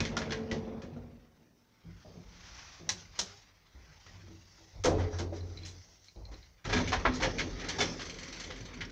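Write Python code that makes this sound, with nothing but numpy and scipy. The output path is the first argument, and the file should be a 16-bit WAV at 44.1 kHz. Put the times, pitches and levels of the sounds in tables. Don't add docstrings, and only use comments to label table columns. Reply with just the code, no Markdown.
import sys
import numpy as np
from scipy import signal
from scipy.fft import rfft, irfft, next_fast_len
from scipy.io import wavfile
from scipy.ndimage import uniform_filter1d

SR = 44100
rng = np.random.default_rng(int(sys.argv[2]) if len(sys.argv) > 2 else 0)


def master(y):
    cut = np.clip(np.atleast_2d(y).T, -1, 1)
    pcm = np.round(cut * 32767)
    wavfile.write(sys.argv[1], SR, pcm.astype(np.int16))


def field_ratio(decibels):
    return 10 ** (np.asarray(decibels, dtype=float) / 20)


N = 392931


def evened(x):
    return x / np.sqrt(np.mean(x ** 2) + 1e-30)


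def smoothed(x, size):
    return uniform_filter1d(uniform_filter1d(x, size=size), size=size)


def read(points, hz):
    f, value = np.transpose(points)
    return np.interp(np.log(hz + 1), np.log(f + 1), value)


def add(mix, s, sound):
    part = mix[max(round(s * SR), 0):][:len(sound)]
    part += sound[:len(part)]


def coloured(x, gain):
    size = next_fast_len(len(x))
    return irfft(rfft(x, size) * gain(np.fft.rfftfreq(size, 1 / SR)), size)[:len(x)]


def band(hz, low_hz, high_hz):
    return 1 / np.sqrt((1 + (low_hz / (hz + 1)) ** 8) * (1 + (hz / high_hz) ** 8))


def resonances(hz, rings):
    return np.sqrt(1 + sum(field_ratio(2 * db) / (1 + ((hz - f) / width) ** 2) ** 2 for f, width, db in rings))


def ring(t, hz, db, t60):
    return field_ratio(db - 60 * t / t60) * np.sin(2 * np.pi * hz * t)


def peaked(sound, db):
    return field_ratio(db) * sound / np.sqrt(uniform_filter1d(sound ** 2, size=130).max() + 1e-30)


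# (frequency [Hz], density [dB per Hz])
SELF_NOISE = [(5000, -14), (7500, -3), (9000, -5.5), (11000, -6), (13800, -4.5), (14800, 3.5), (15500, 4.5),
              (16500, -17)]
# (frequency [Hz], level [dB])
WHINE = [(12900, -103)]


def self_noise():
    noise = evened(coloured(rng.standard_normal(N), lambda f: field_ratio(read(SELF_NOISE, f))))
    t = np.arange(N) / SR
    return field_ratio(-83.5) * noise + sum(field_ratio(db) * np.sin(2 * np.pi * hz * t) for hz, db in WHINE)


REST_DB = (-74, -73, -74)
LINGER = (0.86, 0.87, 0.67)


def rumble(start, end, jolts, rings, lumpy_db, rise_s, settle_s):
    t = np.arange(start, end, 1 / SR)
    lumps = evened(smoothed(rng.standard_normal(len(t)), 500))
    shaking = rng.standard_normal(len(t)) * field_ratio(lumpy_db * lumps)
    body = coloured(shaking, lambda f: resonances(f, rings))
    bands = [coloured(body, lambda f: band(f, lo, hi)) for lo, hi in ((36, 130), (130, 300), (300, 900))]
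    steady = [part / np.sqrt(smoothed(part ** 2, 3000) + 1e-12) for part in bands]
    settle = np.clip((end - t) / settle_s, .15, 1)
    power = field_ratio(REST_DB)[:, None] ** 2 * np.ones(len(t))
    for s, db, boom_db, clang_db, t60 in jolts:
        u = np.maximum(t - s, 0)
        fall_db = -60 * u / (max(t60, .1) * np.array(LINGER)[:, None])
        level_db = db + np.array([[boom_db], [0], [clang_db]]) + fall_db
        power = power + (settle * (1 - np.exp(-u / rise_s)) * field_ratio(level_db)) ** 2
    return (np.sqrt(power) * steady).sum(axis=0)


STAGE_S = [0, 1.36, 1.84, 4.83, 5.82, 6.642, 9.1]
SETTLE_S = (0.5, 0.059, 0.022, 0.043, 0.1, .07)
# (frequency [Hz], width [Hz], level over the wash [dB])
SWING_RINGS = [(49.6, 11, 11.5), (90, 12.5, 7.5), (154.3, 3, 8.5), (231.9, 2.7, 13), (347, 3.9, 1.5),
               (530, 30, 9), (722, 13, 1)]
STILL_RINGS = [(108, 4, 3.8), (238.9, 1.6, 12), (890, 6, 14)]
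GRIP_RINGS = [(49.4, 24, 27.4), (95.3, 5.1, 27.1), (170.4, 13, 12.2)]
SLAM_RINGS = [(44, 16, 11), (157.3, 2.2, 15), (274, 27, 7.7), (325, 16, 12.5), (420, 33, 11.2),
              (530, 160, 6.8), (775, 28, 5.1)]
SLIDE_RINGS = [(42.7, 4.8, 14), (85.8, 4.2, 10.8), (168.6, 7.3, 11.1), (257.8, 14.6, 10.7), (299, 4.2, 4.7),
               (419, 155, 7.6), (548, 49, 3.7)]
# (time [s], body [dB], boom over body [dB], clang over body [dB], t60 [s])
SWING_JOLTS = [
    (0.0, -28.5, -3, -6.5, 0.39),
    (0.09, -39, -6, -4, 6.7),
    (0.51, -32, -9.5, -2.5, 0.54),
    (0.66, -52, -16, 9.5, 1.1),
    (0.95, -50.5, 5.5, -29, 2.9),
]
STILL_JOLTS = [
    (1.361, -58, -12, -9, 1),
]
GRIP_JOLTS = [(1.838, -42, -11, -28, 0.66), (2.04, -54, -4.5, -6.5, 3.7), (2.27, -74, 15, 2, 7.2),
              (2.86, -44, -21, -4.5, 0.81), (3.06, -71, 23, -13, 0.49), (3.18, -51, -4, 0, 0.8),
              (3.74, -68, 12, 3.5, 2.4), (4.05, -59.5, 2, -3.5, 2.65), (4.15, -57, -3, -16, 1.9),
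              (4.26, -58, 0, -2, 0.88), (4.57, -65, 3, 7, 1), (4.73, -62.5, 19.5, 8, 2.6)]
SLAM_JOLTS = [
    (4.842, -34, -1, 11, 1.07),
    (4.938, -45.5, 15.5, -10, 0.69),
    (5.19, -40.5, 1, 4.5, 0.76),
    (5.40, -53.5, 6.5, 1.5, 2.3),
]
TURN_JOLTS = [
    (5.82, -68, 7.5, 6.1, 1.2),
    (6.15, -68.5, 28, 15, 1.26),
    (6.28, -73.5, 42, 32, 0.24),
]
SLIDE_JOLTS = [
    (6.645, -45, 8.5, 5, 5.6),
    (6.73, -26.5, -6, -14, 0.61),
    (7.052, -33.5, -1, -26, 0.65),
    (7.21, -35.5, 7, 10.5, 0.57),
    (7.349, -35.5, -3.5, -0.5, 1.07),
    (7.58, -50, 3, 5.5, 6.7),
    (7.781, -32.5, -6, 3, 0.68),
    (8.059, -66, -6, -16, 26),
    (8.42, -53.5, 5.5, -0.5, 5.4),
    (8.759, -46.5, 0, -19, 1.4),
]


def structure():
    out = np.zeros(N)
    jolts = (SWING_JOLTS, STILL_JOLTS, GRIP_JOLTS, SLAM_JOLTS, TURN_JOLTS, SLIDE_JOLTS)
    rings = (SWING_RINGS, STILL_RINGS, GRIP_RINGS, SLAM_RINGS, GRIP_RINGS, SLIDE_RINGS)
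    lumpy_db = (1.1, 0.87, 1.0, 0.34, 0.62, 1.34)
    rise_s = (0.0095, 0.026, 0.027, 0.0093, 0.033, 0.029)
    for stage in zip(STAGE_S, STAGE_S[1:], jolts, rings, lumpy_db, rise_s, SETTLE_S):
        add(out, stage[0], rumble(*stage))
    return out


# (middle [s], level [dB], high over low hiss [dB], fade [s])
SLEEVE = [(0.15, -50, -26, 0.37), (0.62, -64.5, -7, 0.061), (1.951, -63, -8, 0.15), (2.05, -69, 7.5, 0.072),
          (2.3, -74, -3, 0.2), (2.6, -50.5, 0, 0.17), (3.0, -54.5, 4, 0.041), (3.17, -52, -2, 0.012),
          (3.28, -54, 3.5, 0.086), (3.45, -66.5, -5, 0.092), (3.8, -65.5, -19, 0.28),
          (4.07, -58.5, 0, 0.19), (4.62, -65, 8, 0.23), (5.015, -45.5, -9.5, 0.042),
          (5.15, -56.5, 8.5, .025), (1.4, -79, 2, 0.43), (5.209, -56, 3, 0.03), (5.37, -63, 13.5, 0.017),
          (5.61, -60, 2.5, 0.17), (5.85, -74, 16.5, 0.27), (6.402, -65.5, 4, 0.094),
          (6.61, -64.5, -8, 0.023)]
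SCRAPE = [
    (6.83, -44, -4, 0.1),
    (7.03, -45, -20, 0.37),
    (7.27, -47.5, -4.5, 0.11),
    (7.43, -55.5, 5.5, 0.11),
    (7.67, -41.5, -23, 0.064),
    (7.84, -41, -0.5, 0.062),
    (8.03, -49, 1.5, 0.081),
    (8.37, -48, -3, 0.15),
    (8.73, -51, -24, 0.13),
]
AIR_DB = (-77.5, -78)


def strokes():
    t = np.arange(0, N / SR + .01, .002)
    slide_s = STAGE_S[-2]
    power = field_ratio(AIR_DB)[:, None] ** 2 * np.ones(len(t))
    for s, db, high_db, fade_s in SLEEVE + SCRAPE:
        swell = field_ratio([[db], [db + high_db]]) / np.cosh((t - s) / max(fade_s, .02))
        power = power + swell ** 2 * ((s < slide_s) | (t > slide_s))
    return [np.interp(np.arange(N) / SR, t, np.sqrt(p)) for p in power]


# (frequency [Hz], level [dB])
HISS = [(700, -0.5), (1300, 2), (2100, 3), (2900, -1.5), (4000, 2), (5800, 9.5), (7000, 5.5)]
# (frequency [Hz], width [Hz], level over the wash [dB])
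SHAFT_RING = [(1995, 120, 2)]
RAIL_RINGS = [(2010, 440, 2.5), (3340, 230, -0.5), (4480, 67, 4.5), (6130, 1470, 2), (7860, 500, -1)]
# middle, half length [s]
SMOOTH_S = (2.55, .35)


def rustle():
    patchy_db, flicker_db, hop = 2.8, 1.4, 128
    frames, hz = N // hop + 5, np.fft.rfftfreq(512, 1 / SR)
    a, b, patches = rng.standard_normal((3, 257, frames))
    patches = evened(uniform_filter1d(uniform_filter1d(patches, size=3, axis=0), size=30, axis=1))
    frame_s = np.arange(frames) * hop / SR
    patches *= 1 - .7 * np.exp(-((frame_s - SMOOTH_S[0]) / SMOOTH_S[1]) ** 4)
    flicker = evened(uniform_filter1d(rng.standard_normal(frames), size=5))
    z = (a + 1j * b) * field_ratio(read(HISS, hz)[:, None] + patchy_db * patches + flicker_db * flicker)
    shaft, slide = round(3.6 * SR / hop), round(STAGE_S[-2] * SR / hop)
    z[:, shaft:slide] *= resonances(hz, SHAFT_RING)[:, None]
    z[:, slide:] *= resonances(hz, RAIL_RINGS)[:, None]
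    hiss = signal.istft(z, nperseg=512, noverlap=384)[1][:N]
    hiss /= np.sqrt(uniform_filter1d(hiss ** 2, size=8000))
    bands = [evened(coloured(hiss, lambda f: band(f, lo, hi))) for lo, hi in ((650, 3200), (3200, 7300))]
    return sum(gain * part for gain, part in zip(strokes(), bands))


# (time [s], peak [dB], knock [dB])
THUMPS = [(0.961, -46.5, 3), (1.848, -54, -9), (2.05, -49, -2), (2.154, -41.5, -13), (2.799, -43, -11),
          (3.187, -49, 1.5), (3.751, -52, -19), (4.283, -44.5, -35), (5.326, -38, -6), (6.163, -46.5, -6),
          (6.319, -42, -15)]


def thumps():
    out, t = np.zeros(N), np.arange(8192) / SR
    shape = (1 - np.exp(-t / 0.00076)) * np.exp(-(t / 0.07) ** 2)
    for s, db, knock_db in THUMPS:
        push = coloured(rng.standard_normal(8192), lambda f: band(f, 50, 390)) * shape
        knock = coloured(rng.standard_normal(8192), lambda f: band(f, 400, 580)) * shape
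        add(out, s - .003, peaked(push, db - 4.0) + peaked(knock, db + knock_db + 0.5))
    return out


def wavering(rows):
    s, hz, *levels = np.transpose(rows)
    t = np.arange(s[0], s[-1], 1 / SR)
    phase = 2 * np.pi * np.cumsum(np.interp(t, s, hz)) / SR
    tone = sum(field_ratio(np.interp(t, s, db)) * np.sin((k + 1) * phase) for k, db in enumerate(levels))
    tone *= field_ratio(2.1 * evened(smoothed(rng.standard_normal(len(t)), 1500)))
    return np.sqrt(2) * tone * signal.windows.tukey(len(t), .04)


HUM_HZ = 220.7
# (time [s], frequency [Hz], level [dB], octave [dB])
HUM = [(0.02, HUM_HZ, -44, -45), (0.12, HUM_HZ, -44, -50.5), (0.32, HUM_HZ, -42.5, -39.5),
       (0.42, HUM_HZ, -45, -42), (0.58, HUM_HZ, -40, -40.5), (0.798, HUM_HZ, -47, -47),
       (0.9, HUM_HZ, -67, -58), (1.1, HUM_HZ, -75, -62.5), (1.37, HUM_HZ, -89, -82)]
# (time [s], frequency [Hz], level [dB])
BOOM = [
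    (4.86, 90, -37.5),
    (5.068, 90, -28),
    (5.11, 89, -53),
    (5.146, 88.1, -33.5),
    (5.804, 90, -53.5),
    (5.83, 88, -50),
]


def leaf_tones():
    out = np.zeros(N)
    for rows in (HUM, BOOM):
        add(out, rows[0][0], wavering(rows))
    return out


def peals(rows):
    out = np.zeros(N)
    for s, hz, db, hold_s in rows:
        t = np.arange(0, 3 * hold_s, 1 / SR)
        phase = 2 * np.pi * np.cumsum(hz * (1 + 0.016 * (.5 - t / hold_s))) / SR
        swell = (1 - np.exp(-t / (0.16 * hold_s))) * np.exp(-(t / hold_s) ** 3)
        add(out, s, field_ratio(db + 4) * swell * np.sin(phase))
    return out


# (time [s], frequency [Hz], level [dB], hold [s])
STEP_PEALS = [(0.55, 154, -38, .06), (0.91, 147, -44.5, 0.082), (1.846, 170, -46, 0.087),
              (1.9, 53, -54, 0.09), (2.05, 604, -58, 0.038), (2.15, 173, -47, 0.057),
              (2.24, 52.7, -51, 0.079), (2.5, 57, -54, 0.099), (2.796, 162.5, -48.5, .08),
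              (2.799, 345.6, -53, 0.055), (2.9, 182, -48.5, 0.077), (2.931, 375, -54.5, 0.059),
              (2.893, 1040, -48, 0.036), (3.191, 940, -38.5, 0.013), (3.2, 193, -49.5, 0.05),
              (3.2, 384, -54, 0.07), (0.57, 580, -58, 0.31), (1.19, 740, -76, 0.16),
              (4.27, 327, -54.5, 0.11), (4.579, 326, -61, 0.098), (3.3, 408, -61.5, .07),
              (3.3, 800, -63, 0.1), (3.74, 65.4, -49.5, 0.063), (3.87, 150.5, -58.5, 0.072),
              (4.129, 96, -50, .05), (4.23, 340, -57, 0.037), (4.24, 90, -52, .05),
              (4.32, 94.7, -52, 0.067), (4.15, 160.5, -60, .1), (6.17, 329, -53.5, 0.05),
              (5.6, 320, -56.5, 0.079), (0.55, 360, -53, 0.25), (0.8, 243.5, -49.5, 0.36),
              (0.2, 630, -47, .1)]
SLAM_PEALS = [(4.79, 94.5, -40, 0.062), (4.845, 507, -28, 0.049), (4.85, 321.4, -38, 0.083),
              (4.865, 411, -35, 0.044), (4.905, 550, -30.5, 0.031), (4.925, 434, -32.5, 0.058),
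              (5.04, 426, -39, 0.083), (5.2, 432, -47, 0.074), (5.22, 345, -40.5, 0.036),
              (5.32, 413, -46.5, 0.08), (5.32, 335, -40, 0.035), (5.322, 584, -38.5, 0.015)]
SLIDE_PEALS = [(6.645, 133, -41, 0.049), (6.674, 101, -37, 0.13), (6.725, 420, -31, 0.041),
               (6.75, 247, -30.5, 0.081), (6.839, 94, -33, 0.092), (6.93, 747, -29, 0.027),
               (6.944, 244, -39, 0.038), (6.734, 2406, -31, 0.013), (6.766, 2260, -32, 0.0098),
               (7.054, 977, -29, 0.018), (7.389, 2190, -29, 0.025), (7.06, 253, -32, .125),
               (6.748, 95, -31, .05), (7.062, 55, -32, .05), (6.97, 60.3, -32.5, 0.031),
               (7.053, 1610, -35.5, 0.038), (7.225, 530, -30.5, 0.053), (7.501, 44.8, -38, 0.069),
               (7.791, 420, -36, 0.05), (8.372, 178.5, -52.5, 0.059), (8.49, 504, -45.5, .05),
               (8.6, 110, -44, 0.047), (8.74, 243, -48, .06), (8.81, 95, -47, 0.054)]


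def structure_modes():
    return peals(STEP_PEALS + SLAM_PEALS + SLIDE_PEALS)


def ticks(rows, shared, low_hz, high_hz, own_db, width_hz, t60, trim_db, bounce=0.):
    out, t = np.zeros(N), np.arange(4096) / SR
    for s, db in rows:
        own_hz = rng.uniform(low_hz, high_hz)
        rings = [(f * (1 + 0.021 * rng.standard_normal()), width_hz, level) for f, level in shared]
        rings.append((own_hz, width_hz, own_db))
        puff = coloured(rng.standard_normal(4096), lambda f: band(f, 1100, 13000) * resonances(f, rings))
        tick = peaked(puff * (1 - np.exp(-t / 0.00083)) * field_ratio(-60 * t / t60), db + trim_db)
        add(out, s - .001, tick)
        add(out, s + .013, bounce * tick)
    return out


# (time [s], peak [dB])
RELAY = [(5.4076, -37), (5.574, -30.5), (5.6328, -34), (5.684, -35), (6.0844, -36), (6.1624, -46),
         (6.2536, -36), (6.3421, -37), (6.4288, -41)]


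def relay():
    return ticks(RELAY, [(2320, 17), (5770, 0)], 4020, 4120,
                 own_db=28, width_hz=140, t60=.03, trim_db=-9.5, bounce=.35)


# (time [s], peak [dB])
RAIL = [(8.0174, -31.5), (8.0546, -33), (8.0966, -28.5), (8.1424, -35), (8.1868, -31.5), (8.2322, -30),
        (8.2805, -35), (8.3257, -30.5), (8.3604, -36), (8.3997, -29.5), (8.4394, -31.5), (8.561, -37),
        (8.6068, -36.5), (8.6536, -36.5), (8.739, -38.5)]


def rail():
    return ticks(RAIL, [(2150, 9), (3120, 6), (4350, 8), (6050, 8), (7600, 10)], 2000, 7500,
                 own_db=8, width_hz=220, t60=.14, trim_db=-5)


# (frequency [Hz], level [dB], t60 [s])
SHEET = [(595, -10, 0.16), (771, -2, 0.11), (939, -8, 0.11), (1177, -15.5, 0.16), (1670, -8, 0.11),
         (2140, -4, 0.065), (2310, -13, .08), (3200, -27, 0.063), (3450, -1, 0.095)]


def knocks(rows, sheet_db, ring_db, ring_t60, rise, fade, cut, air_db, trim_db, rattle_s):
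    out, t = np.zeros(N), np.arange(8192) / SR
    edges_hz = (350, 1400), (1400, 3400), (3400, 8500), (8500, 20000)
    for s, db, body_db, edge_db, hz in rows:
        longer = np.exp(0.011 * (-20.0 - db))
        u = t / np.clip(rattle_s * longer, .0005, .05)
        grain = field_ratio(1.8 * evened(uniform_filter1d(rng.standard_normal(8192), size=90)))
        swell = (1 - np.exp(-u / rise)) * grain
        contacts = rng.standard_normal(8192) * swell * np.exp(-2 * u)
        detune = 1 + 0.018 * rng.standard_normal(len(SHEET))
        sheet = sum(ring(t, f * d, level, t60) for (f, level, t60), d in zip(SHEET, detune))
        modes = field_ratio(sheet_db) * sheet + ring(t, hz, ring_db, ring_t60)
        rings = signal.fftconvolve(contacts, modes)[:8192]
        crack = rng.standard_normal(8192) * swell * np.exp(-(u / fade) ** cut)
        shifted = [(f * rng.uniform(0.886, 0.99), width, level) for f, width, level in RAIL_RINGS]
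        sound = coloured(crack, lambda f: resonances(f, shifted)) + rings / np.linalg.norm(contacts)
        levels_db = body_db, 0, edge_db, edge_db + air_db
        knock = np.zeros(8192)
        for edge, level in zip(edges_hz, levels_db):
            knock += peaked(coloured(sound, lambda f: band(f, *edge)), level)
        add(out, s - .001, field_ratio(db + trim_db) * knock * np.clip((t[-1] - t) / .01, 0, 1))
    return out


# (time [s], peak [dB], body [dB], edge [dB], loudest ring [Hz])
CLACKS = [(0.256, -38, -3, -8, 2200), (0.296, -40, 0, -2, 1490), (0.501, -49, -11, 0, 2970),
          (6.698, -42, -4, -7.5, 3850), (6.7335, -20, -15, -13, 2320), (6.790, -29, -13, -9, 2250),
          (6.883, -30, -27, -5, 2960), (6.9215, -24.5, 4, -1, 2300), (6.998, -43, -12, 9, 6000),
          (7.157, -42, -9, 13.5, 6600), (8.018, -33, -10, -2, 2100), (8.7136, -48, -5, -8, 4300),
          (8.7745, -45, -10, 2, 5840), (8.851, -45, -10, 8, 5500), (8.898, -43, -16.5, 0, 2200)]
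SNAPS = [
    (3.18, -49, -6, 4, 4930),
    (4.854, -38.5, 17.5, 15, 600),
    (5.186, -50, -8, 17, 5500),
    (7.687, -35.5, -14, 10.5, 5600),
    (8.3975, -40, -12, 2, 4260),
]


def clacks():
    dry_ones = knocks(CLACKS, sheet_db=-18, ring_db=-1.5, ring_t60=0.042, rise=0.17, fade=2.5, cut=0.67,
                      air_db=-6, trim_db=-9, rattle_s=0.0023)
    return dry_ones + knocks(SNAPS, sheet_db=-30, ring_db=-8, ring_t60=0.03, rise=0.15, fade=3.5, cut=0.97,
                             air_db=3, trim_db=-5.5, rattle_s=0.0042)


LATCH = [
    (0.0045, -23, -7, 1, 2496),
    (0.052, -26, -15, -3.5, 2130),
    (0.1688, -27.5, 4, 3, 1400),
    (0.218, -30.5, -5, -12.5, 1690),
    (0.3075, -29, -11, -10, 3400),
    (0.322, -26, -4.5, -2, 1904),
    (0.5142, -25, -18, -7, 1957),
    (0.820, -47, 3.5, 1.5, 2500),
    (0.9646, -61.5, 12, 0, 1390),
]


def latch():
    return knocks(LATCH, sheet_db=-24.0, ring_db=-9.5, ring_t60=0.095, rise=0.11, fade=4.5, cut=0.64,
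                  air_db=-2.0, trim_db=-5.5, rattle_s=0.0025)


BUTTON = [
    (2.892, -29, -4.5, 10, 5770),
    (3.1908, -43.5, 11, 23.5, 6950),
    (4.0653, -49.5, -1, -6, 6040),
]
# (time [s], frequency [Hz], level [dB], hold [s])
BUTTON_PEALS = [
    (2.8925, 3960, -27.5, 0.011),
    (3.191, 4020, -33, 0.012),
    (3.053, 2080, -52, .006),
]


def button():
    clicks = knocks(BUTTON, sheet_db=-20.5, ring_db=-5.5, ring_t60=0.019, rise=0.12, fade=6.2, cut=0.84,
                    air_db=6.5, trim_db=-2.5, rattle_s=0.0018)
    return clicks + peals(BUTTON_PEALS)


SLAM = [
    (4.8388, -34.5, -4, 4, 1230),
    (4.8448, -32, 9, -2.5, 467),
    (4.9824, -53, 24, 1, 530),
    (5.128, -64, 24, -4, 533),
    (5.3273, -62, 19.5, 1, 576),
    (5.651, -45, -35, 4, 5170),
    (6.0418, -60.5, -30, 5, 5430),
]


def slam():
    return knocks(SLAM, sheet_db=-11.0, ring_db=1.5, ring_t60=0.025, rise=0.18, fade=6.2, cut=1.34,
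                  air_db=12.0, trim_db=-3.5, rattle_s=0.0059)


PANELS = [(6.6503, -33, 0, -2.5, 3800), (6.8748, -26, -37, -5, 2250), (6.9292, -21, 2.5, -6, 1025),
          (7.0524, -19.5, 8.5, -23, 1016), (7.1374, -57, 22, 26, 1300), (7.2315, -17.5, -24, -10, 2240),
          (7.3604, -53, -22, 4, 850), (7.3844, -22.5, -27, -7, 2200), (7.5974, -37, -16, -1.5, 2130),
          (7.9944, -33, -4.5, -4, 920), (8.5036, -31, -7.5, -9, 2500)]
SHUDDERS = [(3.1335, -58, 2, -18, 1750), (5.1869, -42.5, 7.5, 5, 1510), (6.3135, -57, 12, 5, 564),
            (6.6914, -33, 4.5, -4, 610), (6.7256, -25, 0, -1, 2290), (6.7652, -24.5, -3.5, -6.5, 2300),
            (6.7949, -35.5, 9.5, -4.5, 630), (7.2200, -33, 6.5, 4, 2240), (7.2444, -31.5, 4.5, -13, 890),
            (7.3926, -23.5, -12.5, -12.5, 2140), (7.637, -39.5, -0.5, 0, 2540),
            (7.6895, -31.5, -9, 0.5, 2100), (7.7841, -34, 4.5, 6.5, 870), (7.8037, -24, 1, 4.5, 2224),
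            (7.8394, -39, -10, 2, 2280), (8.8058, -28.5, -20, -15, 2007), (7.072, -42, 1, -9, 1010),
            (6.957, -42, 3, -7, 1450), (7.2, -35, 4.5, -1, 910)]


def panels():
    strikes = knocks(PANELS, sheet_db=-16.0, ring_db=-0.5, ring_t60=0.044, rise=0.17, fade=6.3, cut=1.9,
                     air_db=-8.0, trim_db=-6.5, rattle_s=0.0048)
    return strikes + knocks(SHUDDERS, sheet_db=-11.0, ring_db=-4.0, ring_t60=0.035, rise=0.63, fade=2.6,
                            cut=1.57, air_db=-7, trim_db=-3.5, rattle_s=0.01)


# (frequency [Hz], t60 [s])
CABIN = [(300, 0.44), (1500, 0.26), (4500, 0.23), (9000, 0.22)]


def cabin(x):
    hz, t, z = signal.stft(rng.standard_normal(SR // 2), SR, nperseg=256)
    tail = signal.istft(z * field_ratio(-60 * t / read(CABIN, hz)[:, None]), SR, nperseg=256)[1]
    tail *= np.clip(np.arange(len(tail)) / SR / 0.0017, 0, 1)
    return signal.fftconvolve(x, tail / np.linalg.norm(tail))[:N]


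def scene():
    low = structure() + thumps() + leaf_tones() + structure_modes()
    hits = relay() + rail() + clacks() + latch() + button() + slam() + panels()
    return (rustle() + low + hits + field_ratio(-9.0) * cabin(hits))[None]


# (frequency [Hz], gain [dB])
MICROPHONE = [(20, -0.5), (6300, -6), (7000, -14), (8000, -27), (10000, -37.5), (13000, -52), (14600, -40),
              (17000, -48)]


def microphone(x):
    return coloured(x, lambda f: field_ratio(read(MICROPHONE, f)))


def roll_off(x):
    return signal.sosfilt(signal.butter(12, 15550, fs=SR, output="sos"), x)


def record(dry):
    mix = (microphone(dry[0]) + self_noise())[None]
    return roll_off(mix)


dry = scene()
out = record(dry)
master(out)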